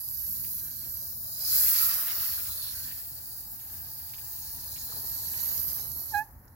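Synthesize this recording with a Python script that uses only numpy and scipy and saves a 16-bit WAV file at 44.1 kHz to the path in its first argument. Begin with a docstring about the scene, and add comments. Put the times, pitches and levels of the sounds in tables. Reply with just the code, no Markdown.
"""A dog is rinsed with a garden nozzle in a yard; a two-port microphone is about a metre above it.
Fine jets sizzle from the start, and drops splash and drum on the wet coat over a low outdoor rumble.
Near 1.5 s the aim closes on the flank: the spray swells, the nozzle spits, run-off patters on the soil.
The spray eases by 3 s and builds again around 5 s. Just after 6 s the trigger is let go:
the valve's seal squeals briefly as it shuts, the hiss dies away and the hose gives a soft jolt."""
import sys
import numpy as np
from scipy import signal
from scipy.fft import rfft, irfft, next_fast_len
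from scipy.io import wavfile
from scipy.ndimage import uniform_filter1d, map_coordinates

SR = 44100
rng = np.random.default_rng(int(sys.argv[2]) if len(sys.argv) > 2 else 0)


def put_to_file(sound):
    """Save the sound as 16-bit audio at rate SR, in the file named by the first command-line argument."""
    columns = np.atleast_2d(sound).T  # one column per channel
    safe = np.clip(columns, -1, 1)
    whole_steps = np.round(safe * 32767)
    wavfile.write(sys.argv[1], SR, whole_steps.astype(np.int16))


N = 289031
T = np.arange(N) / SR
SIZE = next_fast_len(N, real=True)
FREQS = np.maximum(np.arange(SIZE // 2 + 1) * SR / SIZE, 1)

# low outdoor rumble in the yard: time_s, level_db
RUMBLE_LEVELS = [(0, -54), (1.8, -55), (2.8, -54), (3.9, -55.5), (5.0, -51), (5.5, -51), (6.55, -53)]
# run-off on the soil below the dog: time_s, level_db
RUN_OFF_LEVELS = [(0.0, -76.5), (1.75, -64), (3.21, -73), (4.82, -68.5), (4.94, -59.5), (5.16, -64.5),
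                  (5.8, -60.5), (6.55, -71)]
# heavy water hitting the flank: time_s, level_db
SPATTER_LEVELS = [(0, -76.5), (0.4, -68.5), (0.88, -68), (1.1, -81.5), (1.3, -93), (1.42, -63),
                  (1.58, -50.5), (1.88, -50), (2.25, -52.5), (2.55, -63.5), (2.9, -60.5), (3.1, -71),
                  (3.5, -78), (3.62, -68.5), (4.3, -70.5), (5.15, -68.5), (5.38, -59), (5.79, -63.5),
                  (5.93, -78.5), (6.05, -72)]
# the spray, louder as the aim nears the flank: time_s, mist_db, splash_db
SPRAY_LEVELS = [(0.0, -42.5, -55.5), (0.35, -41, -50), (0.6, -41.5, -54), (0.7, -45, -54.5),
                (1.18, -44.5, -52.5), (1.35, -42, -49), (1.5, -33, -40), (1.58, -28, -40),
                (1.68, -30.5, -39.5), (1.79, -30, -38.5), (1.88, -31, -38.5), (2.06, -35, -50),
                (2.18, -35.5, -46), (2.42, -38.5, -47.5), (2.55, -41.5, -50.5), (2.74, -43, -52),
                (2.88, -42, -49.5), (3.0, -43, -53.5), (3.22, -45, -56.5), (3.58, -45, -57.5),
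                (4.05, -46.5, -56.5), (4.3, -44.5, -53.5), (5.3, -41, -45.5), (5.5, -38.5, -47),
                (5.76, -41.5, -47.5), (5.9, -44, -52.5), (6.12, -47.5, -53)]
# the jets' sizzle, changing with the aim: time_s, centre_hz, offset_from_mist_db
SIZZLE_BAND = [(0, 11800, 1), (0.55, 11960, 2), (0.92, 12200, 3), (1.25, 11800, -8), (1.85, 11740, -1),
               (2.1, 11960, -5.5), (2.35, 11540, -0.5), (2.48, 11600, -7), (2.62, 11470, 2.5),
               (2.8, 11300, -1.5), (3.1, 11900, -12.5), (4.1, 12000, -2.5), (4.4, 12200, -11),
               (4.9, 11100, -13), (5.1, 11960, 1.5), (5.4, 11860, 2), (5.6, 12030, 6), (5.76, 11900, 5),
               (5.85, 11760, 2), (6.0, 12000, 6), (6.12, 11800, 3)]
# the nozzle sweeps close past the leg and the gap rings out:
# time_s, rise_s, fall_s, centre_hz, glide_hz_per_s, width_hz, offset_from_splash_db
CLOSE_PASSES = [(1.47, 0.12, 0.23, 5030, 400, 706, -1), (1.8, 0.25, 0.36, 1770, -200, 750, -12.5),
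                (2.2, 0.38, 0.31, 5180, -200, 1500, -2), (2.17, 0.44, 0.36, 1350, -130, 360, -11.5),
                (2.52, 0.043, 0.045, 4060, 0, 330, -0.5), (2.68, 0.13, 0.043, 4210, -2400, 617, 6),
                (2.69, 0.12, 0.12, 5520, 2200, 800, 1), (3.4, 0.13, 0.14, 4750, 0, 560, -7.5),
                (3.95, 0.25, 0.49, 4900, 0, 650, -5), (4.98, 0.39, 0.05, 4420, 0, 695, -7.5)]
# the jets playing on the soft body: start_s, end_s, first_pitch_hz, level_db
THRUMS = [(0.26, 1.55, 189.2, -61.5), (5.2, 6.063, 175, -62.5)]
# the body's resonances: pitch_multiple, gain_db
BODY_MODES = [(1, -1), (1.62, -7)]

# single fat splats on the coat: start_s, level_db, pitch_hz
SPLATS = [(0.445, -47, 2570), (1.3895, -54, 2930), (2.3252, -51, 2400), (2.469, -47, 2180),
          (2.662, -49, 3300), (2.9097, -44, 2300), (3.595, -53, 2800), (4.1351, -38.5, 3000),
          (4.1829, -45.5, 3230), (4.7617, -41.5, 2540), (5.3334, -46, 2280), (5.4347, -54, 2100)]
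# short wet bursts: start_s, level_db
SOIL_SLAPS = [(1.91, -62), (2.215, -47), (2.299, -47), (2.494, -45), (4.923, -45.5), (5.434, -47)]
BRIGHT_DRIPS = [(5.5777, -31), (5.8094, -41), (5.917, -39.5), (6.4797, -58)]
NOZZLE_SPITS = [(1.558, -22), (1.8613, -24), (1.9107, -28), (2.1187, -31), (2.2654, -31), (6.452, -54)]

# flow noise in the valve, swelling as it narrows: time_s, level_db, pitch_hz
VALVE_FLOW = [(0, -69.5, 896), (2.0, -91, 855), (2.9, -69.5, 756), (4.3, -64, 881), (5.5, -62, 913),
              (6.0, -86, 890), (6.26, -60, 850), (6.35, -71, 865)]
# the valve's resonances: pitch_multiple, width_hz, gain_db
VALVE_MODES = [(1.003, 198, -1.5), (1.96, 260, -10)]
# the squeal's partials: harmonic, gain_db, growth_db_per_db, left_minus_right_db, left_lead_rad
SQUEAL_PARTIALS = [(1, 0, 1.05, -8, 0), (2, -6, 1.5, -9.5, 0.6), (3, -31, 1, 9.5, 2.2),
                   (4, -37.5, 2.5, 8, -1.5), (5, -23, 4, -11, 0)]
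# nozzle resonances that lift overtones sliding through them: centre_hz, half_width_hz, lift_db
NOZZLE_MODES = [(1706, 55, 7.5), (2518, 31, 20)]

# the spectrum of each sound: frequency_hz, density_db
RUMBLE_SPECTRUM = [(20, -22), (35, -11), (50, -0.5), (65, -4.5), (77, 4), (92, -3.5), (125, -4.5),
                   (180, -16), (260, -15.5), (400, -31)]
SOIL_SPECTRUM = [(120, -3.5), (250, -1.5), (400, -2), (620, 1), (950, -4.5), (1300, -7.5), (1900, -15.5),
                 (2500, -24.5)]
SLAP_SPECTRUM = [(250, 0.5), (600, -19), (900, 5), (1300, 10), (1600, -22), (2400, -39)]
DRIP_SPECTRUM = [(3500, -27), (5000, 7), (6500, 6), (9000, -11), (14000, -9)]
DRUM_SPECTRUM = [(480, -14.5), (650, -12), (900, -14), (1120, -5.5), (1330, -9.5), (1550, -2), (1800, -4.5),
                 (2300, -25.5)]
SPATTER_SPECTRUM = [(1000, -18), (1600, -4.5), (2000, 2.5), (2600, -1), (3200, 0), (3700, -0.5),
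                    (5000, -0.5)]
SPLASH_SPECTRUM = [(2500, -76), (3500, -25.5), (3900, -2.5), (4400, 0), (5200, -1), (6000, -1.5),
                   (6700, 1.5), (7500, -6.5), (8600, -9), (11000, -4)]
MIST_SPECTRUM = [(5500, -41), (7000, -12), (8300, -13.5), (9500, -7.5), (10500, -5.5), (11500, 0.5),
                 (12800, 0.5), (14200, 2.5), (15200, 2.5), (15800, 5.5), (16200, -38)]

# echo off the ground as the nozzle moves: time_s, delay_ms
GROUND_ECHO = [(0, 1.57), (0.7, 2.5), (1.4, 1.38), (2.5, 1.48), (2.9, 2.22), (4.0, 2.4), (6.2, 2.2)]
# echoes off flank, arm and legs: delay_ms, sway_ms, gain_db
NEAR_ECHOES = [(0.723, 0.077, -20), (1.118, 0.085, -14), (3.301, 0.15, -27), (5.2, 0.243, -12)]
# balance of the microphone's two ports: frequency_hz, left_minus_right_db
PORT_BALANCE = [(60, -1), (500, -0.5), (1100, 2), (1500, -1), (1900, 0.5), (3000, 3), (4400, -3.5),
                (5100, -9.5), (6300, -2.5), (8000, 3), (9500, -1), (11000, -1.5), (11900, -14.5),
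                (13000, 4.5), (15700, 3.5)]
# how alike the ports sound: frequency_hz, coherence (0 to 1)
PORT_COHERENCE = [(200, 0.96), (700, 0.7), (1150, 0.54), (1550, 0.34), (1850, 0.32), (2800, 0.25),
                  (3500, 0.3), (3900, 0.1), (4750, 0.62), (5200, 0.092), (5750, 0.38), (6400, 0.24),
                  (8900, 0.21), (12000, 0.17), (16000, 0.1)]
# phase between the ports: frequency_hz, left_lead_rad
PORT_LEAD = [(200, 0.21), (900, -0.3), (1330, -1.96), (1650, -0.5), (2100, -0.7), (2500, -2.2),
             (3550, -2.5), (4000, -1.24), (4900, -3), (5350, -0.7), (5800, -0.6), (6400, -1.5),
             (7400, -0.4), (8100, -3.5), (9800, -2), (11300, -5), (13000, -3.5), (16000, -7)]

SHUT_S, SHUT_TIME_CONSTANT_S = 6.192, 0.072
MIST_FALL_DB, JETS_FALL_DB = 20.5, 25.5  # as the valve shuts
SQUEAL_START_S, SQUEAL_DB, SQUEAL_REST_HZ, SQUEAL_SAG_HZ = 6.112, -26.5, 892, 84
JUDDER_HZ, JUDDER_DEPTH, JUDDER_CREST_S = 31, 0.26, 6.155


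def from_db(db):
    """Decibels to gain."""
    return 10 ** (np.asarray(db) / 20)


def unit_rms(x):
    """Scale to rms 1."""
    return x / np.sqrt(np.mean(x ** 2) + 1e-20)


def over_time(rows):
    """Each column of a timed table at every sample."""
    time_s, *columns = np.transpose(rows)
    return [np.interp(T, time_s, column) for column in columns]


def over_hz(points):
    """A table joined by straight lines in log frequency."""
    hz, value = np.transpose(points)
    return np.interp(np.log(FREQS), np.log(hz), value)


def colour(x, spectrum):
    """Filter by a spectrum that falls away steeply beyond its ends; rms 1."""
    skirts = np.minimum(1, np.minimum(FREQS / spectrum[0][0], spectrum[-1][0] / FREQS)) ** 4
    return unit_rms(irfft(rfft(x, SIZE) * from_db(over_hz(spectrum)) * skirts, SIZE)[..., :N])


def drift(rate_hz):
    """A slow random wander with rms near 1."""
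    pole = np.exp(-80 * np.pi * rate_hz / SR)  # one step every 40 samples
    slow = signal.lfilter([1], [1, -2 * pole, pole * pole], rng.standard_normal(N // 40 + 2002))[2000:]
    return np.interp(np.arange(N) / 40, np.arange(len(slow)), unit_rms(slow))


def drops(per_s, spread_db, clump_db, wash):
    """Impacts of uneven size, arriving in clumps over a smooth wash of finer drops; rms 1."""
    lands = rng.random(N) < per_s / SR
    sizes = from_db(spread_db * np.minimum(rng.exponential(1, N), 3.5))
    impacts = unit_rms(lands * sizes * rng.uniform(-1.22, 1, (2, N)))
    return unit_rms((impacts + wash * rng.standard_normal((2, N))) * from_db(clump_db * drift(15)))


def resonate(x, hz, width_hz):
    """A resonance, applied twice, whose centre may move; rms 1."""
    carrier = np.exp(2j * np.pi * np.cumsum(hz * np.ones(N)) / SR)
    pole = np.exp(-np.pi * width_hz / SR)
    ringing = signal.lfilter([1], [1, -2 * pole, pole * pole], x * carrier.conj())
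    return unit_rms(np.real(carrier * ringing))


def plip(clicks, hz, cycles):
    """Each click rings like a drop, dying by 60 dB over the given cycles."""
    pole, angle = from_db(-60 * hz / (cycles * SR)), 2 * np.pi * hz / SR
    return signal.lfilter([.5, 0, -.5], [1, -2 * pole * np.cos(angle), pole * pole], clicks + 1e-18)


def bursts(rows, t60_s, spectrum):
    """Wet bursts of noise that start at once and die fast."""
    envelope = sum(from_db(db - 60 * np.abs(T - start) / t60_s) * (T >= start) for start, db in rows)
    return envelope * colour(rng.standard_normal((2, N)), spectrum)


def shut_off():
    """How far the flow has died once the trigger is let go, 0 to 1: fast at first, then a dribble."""
    return 1 - np.exp(-np.maximum(T - SHUT_S, 0) / SHUT_TIME_CONSTANT_S)


def rumble(swing_db=1.9):
    """The yard's low, uneven background."""
    level_db, = over_time(RUMBLE_LEVELS)
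    gain = from_db(level_db + swing_db * drift(7.7))
    return gain * colour(rng.standard_normal((2, N)), RUMBLE_SPECTRUM)


def yard(x, tail_db=-20, t60_s=0.21):
    """The yard adds a faint, diffuse tail to a sound."""
    t = T[:SR // 2]
    tail = rng.standard_normal((2, len(t))) * from_db(-60 * t / t60_s)
    tail /= np.sqrt(np.sum(tail ** 2, axis=1, keepdims=True))
    return x + from_db(tail_db) * signal.fftconvolve(x, tail, axes=1)[:, :N]


def reflections(x):
    """Echoes off nearby surfaces shift as the hand moves, so the hiss swishes."""
    ground_ms, = over_time(GROUND_ECHO)
    paths = [(ground_ms + 0.083 * drift(1.54), -14.5)]
    paths += [(ms + sway_ms * drift(0.53), db) for ms, sway_ms, db in NEAR_ECHOES]
    return x + sum(from_db(db) * np.array([np.interp(T - ms / 1000, T, side, left=0) for side in x])
                   for ms, db in paths)


def hose_jolt(peak_s=6.39, half_width_s=0.054, level_db=-54.5):
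    """The hose gives a soft, low thud once the flow has stopped."""
    swell = np.exp(-((T - peak_s) / half_width_s) ** 2)
    return from_db(level_db) * swell * colour(rng.standard_normal((2, N)), RUMBLE_SPECTRUM)


def valve_flow():
    """Turbulence rings faintly in the open valve."""
    level_db, pitch_hz = over_time(VALVE_FLOW)
    turbulence = rng.standard_normal((2, N))
    return from_db(level_db) * sum(from_db(db) * resonate(turbulence, multiple * pitch_hz, width_hz)
                                   for multiple, width_hz, db in VALVE_MODES)


def run_off():
    """Water runs off the dog and patters on the soil."""
    level_db, = over_time(RUN_OFF_LEVELS)
    patter = drops(per_s=980, spread_db=0, clump_db=1.5, wash=1)
    return from_db(level_db + 3.5) * colour(patter, SOIL_SPECTRUM)


def body_thrum(sag_hz_per_s=70.4, fade_s=0.075):
    """The jets set the soft body thrumming; the pitch sinks as they move along it."""
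    out = 0
    for start, end, first_hz, db in THRUMS:
        envelope = np.clip(np.minimum(T - start, end - T) / fade_s + .5, 0, 1)
        pitch_hz = first_hz - sag_hz_per_s * (np.clip(T, start, end) - start)
        pelting = rng.standard_normal((2, N))
        for multiple, mode_db in BODY_MODES:
            out += envelope * from_db(db + mode_db) * resonate(pelting, multiple * pitch_hz, width_hz=35)
    return out


def fat_drops(per_s=260, spread_db=7.5, low_hz=1376, high_hz=4450):
    """Big drops of uneven size, each ringing at one of ten pitches; rms 1."""
    pitches = np.geomspace(low_hz, high_hz, 10)
    lands = rng.random(N) < per_s / SR
    clicks = lands * from_db(spread_db * rng.random(N)) * rng.uniform(-0.93, 1, (2, N))
    pitch_index = rng.integers(0, len(pitches), N)
    return unit_rms(sum(plip(clicks * (pitch_index == k), hz, cycles=20) for k, hz in enumerate(pitches)))


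def flank_spatter():
    """Heavy drops spatter on the flank; its drumming grows with them from a steady floor."""
    spatter_db = over_time(SPATTER_LEVELS)[0] - JETS_FALL_DB * shut_off()
    fine = colour(drops(per_s=1400, spread_db=0.5, clump_db=2.3, wash=0.88), SPATTER_SPECTRUM)
    spatter = from_db(spatter_db) * (fine + from_db(-6) * fat_drops())
    drum_gain = np.hypot(from_db(-62.5 + 0.92 * (spatter_db + 60)), from_db(-73.5))
    drum = colour(drops(per_s=990, spread_db=-1, clump_db=2.1, wash=1), DRUM_SPECTRUM)
    return spatter + drum_gain * drum


def splats(droplets=9, gap_s=0.0023, loss_db=0.7):
    """A fat drop lands on the coat and throws droplets, ever weaker, that ring around its pitch."""
    out, length = np.zeros((2, N)), int(.1 * SR)
    for start_s, db, pitch_hz in SPLATS:
        start = int(start_s * SR)
        for k in range(droplets):
            click = np.zeros((2, length))
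            click[:, int(k * gap_s * rng.uniform(.7, 1.3) * SR)] = rng.choice([-1, 1], 2)
            droplet = plip(click, pitch_hz * 2 ** rng.uniform(-.5, 0.62), cycles=11)
            out[:, start:start + length] += from_db(db - loss_db * k) * droplet
    return out


def wet_bursts():
    """Gouts of run-off slap the soil, single drops land brightly and the nozzle spits."""
    slaps = from_db(-3.5) * bursts(SOIL_SLAPS, t60_s=0.062, spectrum=SLAP_SPECTRUM)
    drips = from_db(-3) * bursts(BRIGHT_DRIPS, t60_s=0.029, spectrum=DRIP_SPECTRUM)
    spits = bursts(NOZZLE_SPITS, t60_s=0.023, spectrum=MIST_SPECTRUM)
    return slaps + drips + spits


def valve_squeal(seal_lag_s=.008, flutter_db=.25, nozzle_build_s=.016):
    """The nearly shut seal oscillates and judders; a wider swing lowers the pitch and adds overtones."""
    # the drive creeps up, jumps to its peak, sinks while held, and dies
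    corners_s = SQUEAL_START_S + np.cumsum([0, 0.023, 0.0097, 0.048, 0.051])
    drive = np.interp(T, corners_s, [0, 0.18, 1, 0.79, 0])
    drive *= 1 - JUDDER_DEPTH * np.sin(np.pi * JUDDER_HZ * (T - JUDDER_CREST_S)) ** 2
    swing = np.abs(uniform_filter1d(drive, size=int(seal_lag_s * SR))) * from_db(flutter_db * drift(41))
    jitter = 1 + .003 * drift(200)
    pitch_hz = SQUEAL_REST_HZ - SQUEAL_SAG_HZ * swing
    phase = 2 * np.pi * np.cumsum(pitch_hz * jitter) / SR
    out = 0
    for harmonic, db, growth, pan_db, lead_rad in SQUEAL_PARTIALS:
        pan = from_db(pan_db / 2 * np.array([[1], [-1]]))
        lift_db = sum(peak_db / (1 + ((harmonic * pitch_hz - hz) / half_width_hz) ** 2)
                      for hz, half_width_hz, peak_db in NOZZLE_MODES)
        lift_db = uniform_filter1d(lift_db, size=int(nozzle_build_s * SR))
        flicker_db = 0.12 * harmonic ** 2 * drift(54)
        gain = from_db(SQUEAL_DB + db + lift_db + flicker_db) * swing ** growth
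        out += pan / pan.mean() * gain * np.cos(harmonic * phase + np.array([[lead_rad], [0]]))
    return np.sqrt(2) * yard(out)


def hollow_ring(gap_hz=5300, wander_hz=200):
    """The gap between nozzle and dog favours one band of the splash; close passes ring out more bands."""
    water = drops(per_s=2900, spread_db=2, clump_db=2.1, wash=0.47)
    out = from_db(-11.5) * resonate(water, gap_hz + wander_hz * drift(2.4), width_hz=900)
    close_water = drops(per_s=2200, spread_db=1, clump_db=0.5, wash=0.45)
    for time_s, rise_s, fall_s, hz, glide_hz_per_s, width_hz, db in CLOSE_PASSES:
        nearness = np.exp(-((T - time_s) / np.where(T < time_s, rise_s, fall_s)) ** 2)
        centre_hz = hz + glide_hz_per_s * np.clip(T - time_s, -2 * rise_s, 2 * fall_s)
        out += from_db(db) * nearness * resonate(close_water, centre_hz, width_hz)
    return out


def fur_scatter(x, depth_db=2.5, patch_hz=330.9, changes_per_s=6):
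    """As the jets cross the coat, narrow bands of the hiss swell and fade, each on its own."""
    hz, time_s, spectra = signal.stft(x, SR, nperseg=1024)
    patches = rng.standard_normal((256, 256))
    places = np.meshgrid(hz / patch_hz, time_s * changes_per_s, indexing="ij")
    gain = unit_rms(from_db(depth_db * map_coordinates(patches, places, order=1, mode="mirror")))
    return signal.istft(spectra * gain, SR)[1][:, :N]


def spray():
    """Fine jets sizzle in a narrow band, break into mist and splash on the coat."""
    mist_db, splash_db = over_time(SPRAY_LEVELS)
    sizzle_hz, sizzle_db = over_time(SIZZLE_BAND)
    mist_drops = drops(per_s=13000, spread_db=1.5, clump_db=1, wash=0.9)
    jet_drops = drops(per_s=6400, spread_db=0.5, clump_db=0.5, wash=0.68)
    coat_drops = drops(per_s=3500, spread_db=0, clump_db=1.56, wash=0.92)
    mist = from_db(mist_db + 1.45) * colour(mist_drops, MIST_SPECTRUM)
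    sizzle = from_db(mist_db + sizzle_db) * resonate(jet_drops, sizzle_hz, width_hz=950)
    splash = from_db(splash_db - 0.5) * colour(coat_drops, SPLASH_SPECTRUM)
    jets = sizzle + splash + from_db(splash_db) * hollow_ring()
    return from_db(-MIST_FALL_DB * shut_off()) * mist + from_db(-JETS_FALL_DB * shut_off()) * jets


def microphone_ports(x):
    """Two unrelated signals become left and right: alike in the bass, each with its colour and delay."""
    coherence = np.clip(over_hz(PORT_COHERENCE), 0, .99)
    lean, lead_rad = from_db(over_hz(PORT_BALANCE) / 2), over_hz(PORT_LEAD)
    mid, side = rfft(x, SIZE) * np.sqrt([1 + coherence, 1 - coherence])
    left = (mid + side) * lean * np.exp(1j * lead_rad)
    right = (mid - side) / lean
    centre_gain = np.sqrt((lean ** 2 + lean ** -2 + 2 * coherence * np.cos(lead_rad)) / 2)
    return irfft(np.array([left, right]) / centre_gain, SIZE)[:, :N]


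def scene():
    """A metre above the dog, water and air reach the microphone from all round, the squeal from a point."""
    water = reflections(fur_scatter(spray()) + flank_spatter() + run_off() + body_thrum())
    all_round = water + wet_bursts() + splats() + valve_flow() + hose_jolt() + rumble()
    return microphone_ports(all_round) + valve_squeal()


def record(dry):
    """The top is cut steeply above 15850 Hz."""
    return signal.sosfilt(signal.ellip(12, .1, 80, 15850, fs=SR, output="sos"), dry)


dry = scene()
out = record(dry)
put_to_file(out)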